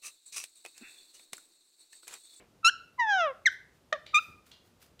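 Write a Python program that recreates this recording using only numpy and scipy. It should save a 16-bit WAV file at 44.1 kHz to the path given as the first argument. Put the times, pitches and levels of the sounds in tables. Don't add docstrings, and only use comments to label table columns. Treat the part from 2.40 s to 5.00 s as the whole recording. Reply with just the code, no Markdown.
import sys
import numpy as np
from scipy import signal
from scipy.fft import rfft, irfft
from scipy.io import wavfile

SR = 44100
rng = np.random.default_rng(int(sys.argv[2]) if len(sys.argv) > 2 else 0)


def dump_mix(stems):
    frames = np.atleast_2d(stems).T
    limited = np.clip(frames, -1, 1)
    pcm = np.round(limited * 32767).astype(np.int16)
    wavfile.write(sys.argv[1], SR, pcm)


N = 114660

# time_s, pitch_hz, level_db, overtone_boost_db_per_octave
FIRST_SQUEAK = [(.230, 1332, -50.5, -20), (.243, 1309, -40.5, -9.5), (.2485, 1334, -20.5, -1),
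                (.270, 1348, -20, 1), (.279, 1406, -22, 1), (.287, 1468, -19.5, -3),
                (.292, 1426, -25, -0.5), (.297, 1596, -22.5, -9), (.302, 1530, -49, -3)]
WHINE = [(.578, 1050, -60, -11.5), (.590, 1004, -36, -6), (.598, 988, -27.5, 0.5), (.625, 923, -30, -2),
         (.658, 876, -32.5, -5.5), (.700, 837, -29.5, 0.5), (.735, 787.8, -29, 1), (.775, 746.6, -31, 0.5),
         (.810, 686.5, -33, 2), (.850, 636, -30.5, -2), (.880, 564.6, -34, -3), (.910, 527.3, -39.5, -4.5),
         (.932, 481, -56, -12.5)]
CHIRP = [(1.051, 2292, -48, -15.5), (1.056, 2150, -37.5, -10), (1.059, 2138, -15.5, -3),
         (1.066, 1931, -16.5, 1.5), (1.073, 1713, -18.5, -4), (1.080, 1539, -23, -8),
         (1.086, 1507, -24.5, -14), (1.091, 1530, -44, -24)]
CLUCK = [(1.523, 662.5, -55, -11), (1.526, 645, -37, -7.5), (1.528, 607, -30, 2), (1.533, 596, -36, 0),
         (1.539, 651.5, -37.5, -3.5), (1.549, 591, -40.5, -6.5), (1.560, 553, -46, -4.5),
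         (1.575, 590, -58.5, -9)]
SECOND_SQUEAK = [(1.729, 1248, -65.5, -28), (1.740, 1259, -30.5, -30), (1.7455, 1211, -21, -1),
                 (1.757, 1205, -22.5, 1), (1.768, 1220, -21, -1.5), (1.781, 1251, -23.5, -3),
                 (1.788, 1292, -22.5, -5), (1.795, 1374, -29.5, -20), (1.800, 1280, -69, -5)]
# frequency_hz, gain_db
FIRST_SQUEAK_THROAT = [(400, -37), (900, -18), (1300, -0.5), (2700, 0.5), (4050, -6.5), (4700, -20),
                       (5400, -10), (6750, -13), (8000, -25), (9000, -23.5), (9600, -33), (10300, -19),
                       (11600, -36), (13000, -34), (15000, -48)]
WHINE_THROAT = [(500, 1), (950, 1), (1350, 3), (1950, 2), (2350, -13), (2750, -8), (3050, -13.5),
                (3450, -11.5), (4000, -24.5), (4450, -47.5), (4900, -25), (5300, -24.5), (6400, -26),
                (7500, -47), (8800, -61.5), (12500, -65.5), (15000, -55.5)]
CHIRP_THROAT = [(900, -8), (1500, 0.5), (2150, -1.5), (3200, -5.5), (4200, -16), (5000, -17), (6200, -14),
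                (8000, -29), (9500, -52), (13500, -41.5), (15000, -60.5)]
CLUCK_THROAT = [(600, 3), (1200, 2), (1820, 4.5), (2400, -9.5), (3600, -6.5), (4700, -24), (6200, -18.5),
                (7500, -31), (10000, -44), (15000, -58.5)]
SECOND_SQUEAK_THROAT = [(400, -34.5), (850, -17), (1200, -3.5), (2450, 2), (3650, -7.5), (4850, -24.5),
                        (6050, -16.5), (7250, -20), (8450, -27), (9700, -37.5), (12000, -40.5),
                        (15000, -46)]
def parrot():
    calls = [
        call(FIRST_SQUEAK, FIRST_SQUEAK_THROAT, jitter=0.006, flutter=0.019,
             air_db=-38.5, closing_s=0.013, closed_hz=9000),
        call(WHINE, WHINE_THROAT, jitter=0.003, flutter=0.013,
             air_db=-48.5, closing_s=0.066, closed_hz=2350, third_harmonic_db=-9.5),
        call(CHIRP, CHIRP_THROAT, jitter=0.006, flutter=0.028,
             air_db=-35, closing_s=0.015, closed_hz=6860),
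        call(CLUCK, CLUCK_THROAT, jitter=0.008, flutter=0.028,
             air_db=-11, closing_s=0.016, closed_hz=2000),
        call(SECOND_SQUEAK, SECOND_SQUEAK_THROAT, jitter=0.006, flutter=0.019,
             air_db=-32.5, closing_s=0.018, closed_hz=4490)]
    room_sends_db = (-21.5, -21, -19.5, -19, -19.5)
    into_room = sum(amp(db) * sound for sound, db in zip(calls, room_sends_db))
    low_cut = signal.butter(2, 310, "high", fs=SR, output="sos")
    return signal.sosfilt(low_cut, near_echoes(sum(calls)) + room_ring(into_room))


def call(curve, throat, jitter, flutter, air_db, closing_s, closed_hz, third_harmonic_db=0):
    times, *columns = np.transpose(curve)
    span = np.arange(round(times[0] * SR), round(times[-1] * SR))
    size, t = len(span), span / SR
    pitch_hz, level_db, boost_db = (np.interp(t, times, column) for column in columns)
    phase = 2 * np.pi * np.cumsum(pitch_hz * (1 + jitter * wobble(size, rate_hz=400))) / SR
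    cutoff_hz = closed_hz * 2 ** np.minimum((t[-1] - t) / closing_s, 10)
    hz, response = throat_response(throat)
    tone = np.zeros(size)
    for k in range(1, 25):
        harmonic_hz = k * pitch_hz
        syrinx = amp(boost_db * np.log2(min(k, 9)) + third_harmonic_db * (k == 3))
        beak = 1 / np.sqrt(1 + (harmonic_hz / cutoff_hz) ** 8)
        depth = flutter * k ** 1.35
        shake = depth * (wobble(size, rate_hz=260) + 1j * wobble(size, rate_hz=260))
        wave = np.interp(harmonic_hz, hz, response) * unit(1 + shake) * np.exp(1j * k * phase)
        tone += np.sqrt(2) * syrinx * beak * wave.real * (harmonic_hz < SR / 2)
    puffs = amp(air_db + boost_db) * noise(throat)[span] * (1 + np.cos(phase))
    from_edge_s = np.minimum(t - t[0], t[-1] - t)
    fade = np.sin(np.pi / 2 * np.clip(from_edge_s / 0.0019, 0, 1)) ** 2
    sound = np.zeros(N)
    sound[span] = amp(level_db) * fade * (tone + puffs)
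    return sound


def throat_response(throat):
    hz = abs(np.fft.fftfreq(4096, 1 / SR))
    log_gain = np.conj(signal.hilbert(np.log(amp(spectrum_at(throat, hz)))))
    half = len(hz) // 2
    return hz[:half], np.exp(log_gain)[:half]


# delay_s, gain_db
NEAR_ECHOES = [(.0016, -22.5), (.0043, -18.5), (.0095, -26.5)]
def near_echoes(direct):
    return direct + sum(amp(db) * np.pad(direct, (round(abs(delay_s) * SR), 0))[:N]
                        for delay_s, db in NEAR_ECHOES)


# frequency_hz, decay_s
ROOM_DECAY = [(300, 0.49), (1300, 0.43), (3500, 0.39), (7000, 0.31), (14000, 0.1)]
# frequency_hz, gain_db
ROOM_COLOUR = [(300, 0.5), (700, -2.5), (1500, -1), (2500, -2), (3700, -1.5), (4400, 0), (4850, 8.5),
               (5400, -0.5), (6500, -3.5), (10000, -4), (15000, -1.5)]
def room_ring(sound, onset_s=0.0052):
    count, spacing = 1800, 20
    taps = np.zeros(SR)
    taps[np.arange(count) * spacing + rng.integers(0, spacing, count)] = rng.choice([-1., 1.], count)
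    hz, t, bands = signal.stft(taps, SR, nperseg=256)
    gain_db = spectrum_at(ROOM_COLOUR, hz)[:, None] - 60 * t / spectrum_at(ROOM_DECAY, hz)[:, None]
    tail = signal.istft(bands * amp(gain_db), SR, nperseg=256)[1]
    tail *= 1 - np.exp(-(np.arange(len(tail)) / SR / onset_s) ** 2)
    return signal.fftconvolve(sound, tail / np.linalg.norm(tail))[:N]


# peak_s, level_db, rise_s, decay_s
TICKS = [(1.667, -48.5, 0.0041, 0.0021), (2.119, -50, 0.0049, 0.0033), (2.596, -54, 0.0033, 0.018)]
RUSTLES = [(1.125, -62, 0.0148, .02), (1.37, -74, 0.04, 0.021), (1.83, -59, 0.041, 0.059),
           (2.07, -62.5, 0.011, 0.05), (2.27, -70, 0.03, 0.039), (2.428, -58.5, 0.018, 0.032)]
BUMPS = [(1.89, -56.5, 0.015, 0.056), (1.945, -64, 0.015, 0.013), (2.52, -59.5, 0.0065, 0.011)]
# frequency_hz, gain_db
TICK_COLOUR = [(300, -13), (1500, -12), (2400, -8.5), (3000, 0), (4000, -0.5), (4900, -13.5), (6500, -13.5),
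               (8500, -25), (15000, -32)]
RUSTLE_COLOUR = [(200, -16), (1400, 6.5), (3000, 5), (7000, 2), (10000, 0), (15000, 0.5)]
BUMP_COLOUR = [(30, -19), (80, 0), (170, 0.5), (350, -5.5), (700, -18), (3000, -41)]
def stirrings():
    ticks = bursts(TICKS, TICK_COLOUR)
    rustles = bursts(RUSTLES, RUSTLE_COLOUR)
    bumps = bursts(BUMPS, BUMP_COLOUR)
    return ticks + rustles + bumps + room_ring(amp(-1) * ticks + amp(-11.5) * rustles)


# peak_s, level_db, rise_s, decay_s
FADING_SOUND = [(.005, -57.5, 0.022, 0.031)]
# frequency_hz, gain_db
FADING_COLOUR = [(100, -8.5), (400, 9), (1200, -4), (2400, 1), (4500, -21), (9000, -30), (15000, -39.5)]
ROOM_TONE_COLOUR = [(15, -46.5), (30, -26.5), (45, -3.5), (65, -0.5), (172, -3), (500, -7.5), (800, -13),
                    (1300, -15), (1700, -20.5), (2850, -20.5), (6700, -25), (15000, -32.5)]
def room_tone(level_db=-66):
    return amp(level_db) * noise(ROOM_TONE_COLOUR) + bursts(FADING_SOUND, FADING_COLOUR)


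def bursts(rows, colour, grain_db=2.5):
    t = np.arange(N) / SR
    envelope = np.zeros(N)
    for peak_s, level_db, rise_s, decay_s in rows:
        age = t - peak_s
        envelope += amp(level_db) * np.exp(-np.where(age < 0, (age / rise_s) ** 2, age / abs(decay_s)))
    return envelope * unit(noise(colour) * amp(grain_db * wobble(N, rate_hz=300)))


def noise(colour):
    gain = amp(spectrum_at(colour, np.fft.rfftfreq(N, 1 / SR)))
    return unit(irfft(rfft(rng.standard_normal(N)) * gain, N))


def wobble(size, rate_hz):
    hz = np.fft.rfftfreq(size, 1 / SR)
    return unit(irfft(rfft(rng.standard_normal(size)) / (1 + (hz / rate_hz) ** 2), size))


def spectrum_at(points, hz):
    points_hz, values = np.transpose(points)
    return np.interp(np.log(hz + 1), np.log(points_hz + 1), values)


def amp(db):
    return 10 ** (np.asarray(db) / 20)


def unit(x):
    return x / np.sqrt(np.mean(abs(x) ** 2) + 1e-20)


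def scene():
    background = room_tone()
    return (parrot() + stirrings() + background)[None]


def record(dry):
    band_limit = signal.firwin(511, 15580, window=("kaiser", 9), fs=SR)
    return signal.oaconvolve(dry, band_limit[None], "same")


dry = scene()
out = record(dry)
dump_mix(out)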